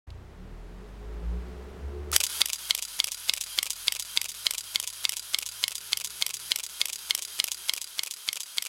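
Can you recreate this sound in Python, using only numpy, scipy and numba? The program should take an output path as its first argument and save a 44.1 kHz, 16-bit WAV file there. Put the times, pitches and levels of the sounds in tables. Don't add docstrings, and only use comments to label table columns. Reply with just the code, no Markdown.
import sys
import numpy as np
from scipy import signal
from scipy.fft import rfft, irfft
from scipy.io import wavfile
from scipy.ndimage import uniform_filter1d
from numba import njit

SR = 44100
rng = np.random.default_rng(int(sys.argv[2]) if len(sys.argv) > 2 else 0)


def file_out(sig):
    cols = np.atleast_2d(sig).T
    lim = np.clip(cols, -1, 1)
    pcm = np.round(lim * 32767).astype(np.int16)
    wavfile.write(sys.argv[1], SR, pcm)


N = 382788
T = np.arange(N) / SR


def undb(db):
    return 10 ** (np.asarray(db) / 20)


def samples(ms):
    return int(round(ms * SR / 1000))


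def clock(start_ms, end_ms):
    return np.arange(samples(start_ms), samples(end_ms)) * 1000 / SR


def curve(points):
    return np.interp(T, *np.transpose(points))


def shape(points, hz):
    corner_hz, db = np.transpose(points)
    return undb(np.interp(np.log(hz + 1), np.log(corner_hz), db))


def add(track, s, ms, sound):
    i = min(int(s * SR) + samples(ms), N)
    track[i:i + len(sound)] += sound[:N - i]


def through(x, response):
    return signal.fftconvolve(x, response / np.linalg.norm(response))[:N]


def colour(x, points, size=2048):
    cepstrum = irfft(np.log(shape(points, np.fft.rfftfreq(size, 1 / SR))))
    cepstrum[1:size // 2] *= 2
    cepstrum[size // 2 + 1:] = 0
    return through(x, irfft(np.exp(rfft(cepstrum))))


def fade(t60):
    return np.exp(-np.log(1000) * T[:int(t60 * SR)] / t60)


def ring(x, modes):
    response = np.zeros(SR // 2)
    for hz, db, t60 in modes:
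        decay = fade(t60)[:len(response)]
        response[:len(decay)] += undb(db) * decay * np.cos(2 * np.pi * hz * T[:len(decay)])
    return through(x, response)


def gate(t, start_ms, attack_ms, end_ms, release_ms):
    return np.clip((t - start_ms) / attack_ms, 0, 1) * np.exp(-np.maximum(t - end_ms, 0) / release_ms)


def walk(rate_hz):
    hold = int(SR / rate_hz)
    steps = np.repeat(rng.standard_normal(N // hold + 1), hold)
    smooth = uniform_filter1d(uniform_filter1d(steps, hold), hold)[:N]
    return smooth / smooth.std()


def unsteady(t, size=350):
    drift = uniform_filter1d(rng.standard_normal(len(t)), size=size)
    return drift / drift.std()


def chatter(decay_ms, rise_ms=0.19, ragged_db=2.5):
    t = clock(0, 30)
    envelope = np.sqrt(np.exp(-t / decay_ms) * (1 - np.exp(-t / rise_ms)))
    burst = envelope * undb(ragged_db * unsteady(t, size=20)) * rng.standard_normal(len(t))
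    whitened = irfft(np.exp(1j * np.angle(rfft(burst))), len(t))
    return whitened * np.linalg.norm(envelope) * envelope


# frequency in Hz, relative density in dB.
AMBIENT_SPECTRUM = [(130, -3.5), (290, -8), (1200, -15.5), (7700, -35.5), (15500, -44)]
# time in seconds, level in dB.
AMBIENT_LEVEL = [(0, -54), (1.4, -48), (8.68, -60)]


def ambient_noise():
    return undb(curve(AMBIENT_LEVEL)) * colour(rng.standard_normal(N), AMBIENT_SPECTRUM)


# time in seconds, firing rate in Hz.
FIRING_RATE = [(0.08, 27.46), (1.12, 54.14), (2.19, 76.24), (2.88, 49.84), (3.12, 40.2), (3.81, 43.02),
               (7.33, 69.38), (8.33, 36.65)]
# frequency in Hz, gain in dB.
WALL_TRANSMISSION = [(25, -21), (42, -2), (60, 1), (78, -5), (152, -24), (182, -10), (212, -32)]
# time in seconds, gain in dB.
HUM_GAIN = [(.15, -35.5), (.32, -43), (.47, -35), (.7, -42.5), (1.1, -37.5), (1.33, -28.5), (1.45, -37.5),
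            (1.75, -42), (1.87, -31), (2.7, -41.5), (4.3, -42), (5.0, -46.5), (7.6, -45.5), (8.2, -66)]
# time in seconds, added gain in dB.
SECOND_HARMONIC_GAIN = [(2.6, -7), (3.2, 2.5), (6.45, 19.5), (6.8, -2)]
# frequency in Hz, relative level in dB, T60 in seconds.
ROOM_RESONANCES = [(182, -4, 0.21), (366, -0.5, .22), (419, 1.5, .19)]


def engine(count=12, waver_db=2.0, jitter=0.00843, mid_hz=55,
           drone_db=-57, drone_db_per_octave=13, gas_db=1.5):
    hz = curve(FIRING_RATE)
    phase = 2 * np.pi * np.cumsum(hz * (1 + jitter * walk(14))) / SR
    harmonics = {k: undb(waver_db * walk(25.1)) * np.sin(k * phase + rng.uniform(0, 2 * np.pi))
                 for k in range(1, count + 1)}
    second_db = curve(SECOND_HARMONIC_GAIN)
    hum = sum(shape(WALL_TRANSMISSION, k * hz) * undb((k == 2) * second_db) * harmonics[k]
              for k in range(1, 6))
    firings = 2 * np.sqrt(hz / SR) * sum(harmonics.values())
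    puffs = (1 + np.cos(phase)) * rng.standard_normal(N)
    drone = ring(firings + undb(gas_db) * puffs, ROOM_RESONANCES)
    drone_gain = undb(drone_db + drone_db_per_octave * np.log2(hz / mid_hz))
    return undb(curve(HUM_GAIN)) * hum + drone_gain * drone


PART_SPECTRA = {"stop": [(150, -28), (800, -24.5), (1300, -18), (1750, -25.5), (2020, -7.5), (2180, -2),
                (2370, -13.5), (2550, -5), (3200, 2), (4950, -0.5), (5400, -11), (6100, -13.5),
                (6750, -10.5), (7300, -19.5), (9700, -16.5), (15500, -31)], "mirror up": [(200, -31),
                (900, -16), (1700, -16.5), (2000, -6), (2700, -6), (3200, 0), (4100, -10.5), (5500, -0.5),
                (7000, -8), (8300, -0.5), (9150, -13.5), (9700, -3.5), (14700, -8.5), (15600, -26.5)],
                "first curtain": [(250, -26), (450, -10.5), (900, -20.5), (1250, -8.5), (1900, -25),
                (2950, -1), (4800, -11), (5600, -5.5), (8800, -5), (15500, -15)],
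                "second curtain": [(250, -32), (550, -11.5), (1100, -8.5), (2000, -9.5), (2400, 5.5),
                (3000, 0.5), (4200, -3), (6500, -1.5), (10000, -4.5), (15500, -14.5)],
                "mirror down": [(250, -46), (700, -24), (1000, -12), (1300, -23), (2400, -9.5),
                (3400, -0.5), (4400, -5.5), (6500, 0.5), (12000, -7), (15500, -15.5)],
                "levers": [(250, -16.5), (2200, -3), (6000, -2.5), (9500, -3.5), (12000, -10),
                (15500, -16)], "gears": [(300, -24.5), (900, -8), (1500, -2), (1900, -8.5), (3300, 1),
                (5200, -2), (6700, -2.5), (7200, -4.5), (10700, -4), (12600, -13), (15500, -21)],
                "latch": [(600, -28), (1450, 4), (7000, 12.5), (13500, 2), (15500, -12)]}


def finger(settle_s=.104, settle_db=-44, press_s=2.1165, press_db=-16):
    settle, press = np.zeros((2, N))
    add(settle, settle_s, 0, undb(settle_db) * chatter(decay_ms=2.9))
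    add(press, press_s, 0, undb(press_db) * chatter(decay_ms=1.0))
    button_spectrum = [(800, -27), (2500, -7), (7000, -3), (15000, 2)]
    return colour(settle, PART_SPECTRA["stop"]) + colour(press, button_spectrum)


# time in seconds at the stroke's end,
# relative strength in dB, delay of the rebound in ms.
STROKES = [(2.4156, -1, 0.85), (2.7072, -1.5, .93), (3.0002, -2.5, 0.883), (3.2945, -2.5, .8),
           (3.5866, -2, 0.9), (3.8806, -2.5, 0.85), (4.1729, -3, 0.85), (4.4663, -3, .97),
           (4.7573, -4, .88), (5.0511, -3.5, 0.84), (5.3444, -4, 0.93), (5.6384, -3.5, 0.95),
           (5.93, -4, 0.9), (6.2224, -3.5, 0.88), (6.5172, -3, .95), (6.8139, -4, 0.86),
           (7.1072, -3.5, 0.94), (7.399, -3, 0.97), (7.694, -4, 0.95), (7.9918, -7, 0.93),
           (8.2871, -6.5, .88), (8.5818, -6.5, 0.88)]
FIRST_FRAME_S = 2.1216
STROKE_MS = 126
CLACK_MS = 1.1


def levers(drag_db=-10.5, swing_db=-30, first_swing_db=-26,
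           squeak_hz=1200, glide_hz_per_ms=45, squeak_ms=8, squeak_width_ms=3, squeak_db=-25):
    rub, squeak = np.zeros((2, N))
    t = clock(-20, 50)
    onset_ms = CLACK_MS + t[0]
    drag = gate(t, start_ms=-13.5, attack_ms=5.6, end_ms=-0.32, release_ms=4.2)
    swing = gate(t, start_ms=1.4, attack_ms=7.5, end_ms=39, release_ms=3.8)
    for s, db, _ in STROKES:
        envelope = undb(drag_db + db) * drag + undb(swing_db) * swing
        add(rub, s, onset_ms, envelope * rng.standard_normal(len(t)))
    add(rub, FIRST_FRAME_S, onset_ms, undb(first_swing_db) * swing * rng.standard_normal(len(t)))
    hz = squeak_hz + glide_hz_per_ms * (t - squeak_ms + squeak_width_ms)
    chirp = np.sin(2 * np.pi * np.cumsum(hz) / SR) * np.exp(-((t - squeak_ms) / squeak_width_ms) ** 2)
    add(squeak, FIRST_FRAME_S, onset_ms, undb(squeak_db) * chirp)
    return colour(rub, PART_SPECTRA["levers"]) + squeak


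def gear_whine(mesh_hz=3188, mesh_db=-26, upper_hz=4860, upper_db=-33, peak_ms=-60, width_ms=37,
               dip=0.0076, cam_ms=46, wobble=0.0078, scatter_db=1.5, flutter_db=2.2):
    out, t = np.zeros(N), clock(-STROKE_MS, 0)
    swell = np.exp(-((t - peak_ms) / width_ms) ** 4)
    cam_load = np.cos(2 * np.pi * (t - peak_ms) / cam_ms)
    for s, db, _ in STROKES:
        drag = rng.standard_normal()
        speed = 1 - dip * (1 + .5 * drag) * cam_load + wobble * unsteady(t)
        phase_per_hz = 2 * np.pi * np.cumsum(speed) / SR
        lower = undb(mesh_db) * swell * np.sin(mesh_hz * phase_per_hz)
        upper = undb(upper_db) * np.sqrt(swell) * np.sin(upper_hz * phase_per_hz)
        gain = undb(db + scatter_db * drag + flutter_db * unsteady(t))
        add(out, s, CLACK_MS + t[0], gain * (lower + upper))
    return out


# frequency in Hz, relative level in dB.
PAWL_SPECTRUM = [(500, -29), (3000, -9.5), (6750, -2.5), (7300, -33), (8000, -0.5), (8800, -6), (9700, 4.5),
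                 (10800, 4), (11200, 0), (11650, 6), (12600, -5), (13100, -1), (15200, -8.5)]
# frequency in Hz, relative level in dB, T60 in seconds.
BODY_MODES = [(1460, -3.5, 0.039), (3960, -0.5, 0.035), (4820, 4, 0.038), (4890, 0, 0.04),
              (6680, 1.5, 0.03), (7800, -2.5, 0.031), (9630, 5.5, 0.017), (10520, 8, 0.022),
              (12900, 1.5, .02)]


def winder(teeth_per_s=242, spin_up_ms=11, wobble=0.0049, tooth_db=-13.0, tooth_decay=0.19,
           tighten_db_per_ms=0.0374, gear_db=-22.0, ring_db=-22, idle_db=-8, idle_ms=26,
           end_phase=0.06, effort=0.95):
    gears, pawl = np.zeros((2, N))
    t = clock(-STROKE_MS - idle_ms, 10)
    running_ms = np.maximum(t + STROKE_MS, 0)
    tooth_rate = teeth_per_s * (1 - .5 * np.exp(-running_ms / spin_up_ms))
    slack = undb(idle_db) * (t < 0)
    load = np.maximum(gate(t, -STROKE_MS, attack_ms=6, end_ms=0, release_ms=1.2), slack)
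    tightening = undb(tighten_db_per_ms * (t + STROKE_MS / 2))
    for s, db, _ in STROKES:
        hiss, tick = rng.standard_normal((2, len(t)))
        teeth = np.cumsum(tooth_rate * (1 + wobble * unsteady(t))) / SR
        teeth += end_phase - np.interp(0, t, teeth)
        drive = undb(effort * db) * load
        add(gears, s, CLACK_MS + t[0], drive * hiss)
        add(pawl, s, CLACK_MS + t[0], drive * tightening * tick * np.exp(-(teeth % 1) / tooth_decay))
    whirr = undb(gear_db) * colour(gears, PART_SPECTRA["gears"])
    whirr += undb(tooth_db) * colour(pawl, PAWL_SPECTRUM)
    return whirr + undb(ring_db) * ring(whirr, BODY_MODES)


# time from the wind stop in ms,
# relative level in dB, decay in ms, part.
WINDING_BLOWS = [(-150.8, -10.5, 2.9, "latch"), (-125, -17.5, 2.7, "levers"), (-119, -18.5, 2.2, "latch"),
                 (-16.5, -14, 1.4, "levers"), (-10.5, -8.5, 2, "levers"), (1, -3, 1.64, "levers")]
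EXPOSURE_BLOWS = [(40.2, -1.5, 1.7, "mirror up"), (41.37, 6.5, 1.19, "mirror up"),
                  (47.5, -16, 1.7, "mirror up"), (53.2, -28, 2, "mirror up"), (56, -15, 2.8, "mirror up"),
                  (66.5, -20.5, 3, "first curtain"), (68.9, -4.5, 1.94, "first curtain"),
                  (77.7, -7.5, 3.5, "second curtain"), (83.2, -5, 2.2, "second curtain"),
                  (86.4, -20.5, 5.3, "second curtain")]
CURTAIN_LAG = {"first curtain": 11, "second curtain": 4}
# time from landing in ms, relative level in dB,
# decay in ms, part.
RETURN_BLOWS = [(-4.5, -17, 10.1, "mirror down"), (1, -0.5, 2.12, "mirror down"),
                (5, -10, 3.5, "mirror down"), (8.5, -9.5, 2, "mirror down"),
                (14, -10.5, 1.55, "mirror down"), (17.5, -16, 3.2, "mirror down")]
# landing in seconds, strength in dB before scaling by `follow`.
MIRROR_LANDINGS = [(2.2366, -15), (2.5302, -14), (2.823, -15.5), (3.1168, -16.5), (3.4097, -14),
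                   (3.7033, -15.5), (3.9954, -18), (4.2886, -16.5), (4.58, -18.5), (4.8734, -17.5),
                   (5.1667, -19), (5.461, -21), (5.7525, -20.5), (6.0443, -17), (6.3395, -17.5),
                   (6.6358, -20.5), (6.9297, -19), (7.221, -20.5), (7.5154, -18.5), (7.814, -23.5),
                   (8.109, -25), (8.4035, -22)]


def shutter(scatter_db=1.3, scatter_ms=.15, blow_db=1, exposure_db=0.51, landing_db=7.5,
            follow=0.43, ring_db=-18, latch_ring_db=-1):
    force = {part: np.zeros(N) for *_, part in WINDING_BLOWS + EXPOSURE_BLOWS + RETURN_BLOWS}
    from_rest = [(ms + CURTAIN_LAG.get(part, 0), db, decay_ms, part)
                 for ms, db, decay_ms, part in EXPOSURE_BLOWS]
    full_cycle = WINDING_BLOWS + EXPOSURE_BLOWS
    actions = [(FIRST_FRAME_S, CLACK_MS, 0, from_rest)]
    actions += [(s, CLACK_MS, exposure_db + follow * db, full_cycle) for s, db, _ in STROKES]
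    actions += [(s, 0, landing_db + follow * db, RETURN_BLOWS) for s, db in MIRROR_LANDINGS]
    for s, lag_ms, strength_db, blows in actions:
        for ms, db, decay_ms, part in blows:
            later, harder = rng.standard_normal(2)
            gain = undb(blow_db + strength_db + db + scatter_db * harder)
            add(force[part], s, lag_ms + ms + scatter_ms * later, gain * chatter(decay_ms))
    knocks = sum(colour(push, PART_SPECTRA[part]) for part, push in force.items())
    return knocks + ring(undb(ring_db) * knocks + undb(latch_ring_db) * force["latch"], BODY_MODES)


def wind_stop(hit_db=28.5, rebound=0.6, rattle_db=-30, rattle_ms=3.5):
    force, t = np.zeros(N), clock(0, 20)
    for s, db, rebound_ms in STROKES:
        push = undb(rattle_db) * np.exp(-t / rattle_ms) * rng.standard_normal(len(t))
        push[0] -= 1
        push[samples(rebound_ms)] -= rebound
        add(force, s, CLACK_MS, undb(hit_db + db) * push)
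    return colour(force, PART_SPECTRA["stop"])


def room(x, desk_db=-17, desk_t60=0.026, tail_db=-21, tail_t60=0.49,
         low_db=-21, low_t60=0.21, low_hz=1400):
    low = signal.sosfilt(signal.butter(3, low_hz, fs=SR, output="sos"), rng.standard_normal(N))
    desk, tail = rng.standard_normal((2, N))
    layers = (desk_db, desk_t60, desk), (tail_db, tail_t60, tail), (low_db, low_t60, low)
    out = x
    for db, t60, scatter in layers:
        decay = fade(t60)
        response = np.r_[np.zeros(samples(2)), decay * scatter[:len(decay)]]
        out = out + undb(db) * through(x, response)
    return out


def scene():
    camera = wind_stop() + shutter() + winder() + gear_whine() + levers() + finger()
    return (room(camera) + engine() + ambient_noise())[None]


@njit
def gain_control(x, limit, fall_db_per_ms, rise_db_per_s, range_db):
    y, cut_db = np.empty(len(x)), 0.
    for i in range(len(x)):
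        y[i] = x[i] * 10 ** (-cut_db / 20)
        if abs(y[i]) > limit:
            cut_db = min(range_db, cut_db + fall_db_per_ms * 1000 / SR)
        else:
            cut_db = max(0., cut_db - rise_db_per_s / SR)
    return y


def record(dry, opens_s=0.068, fade_in_s=0.0063, ceiling=.66, top_hz=16000):
    heard = dry[0] * np.clip((T - opens_s) / fade_in_s, 0, 1)
    ducked = gain_control(heard, limit=0.29, fall_db_per_ms=12.0, rise_db_per_s=3.5, range_db=20.0)
    clipped = np.clip(ducked, -ceiling, ceiling)
    return signal.sosfilt(signal.ellip(10, .2, 70, top_hz, fs=SR, output="sos"), clipped)[None]


dry = scene()
out = record(dry)
file_out(out)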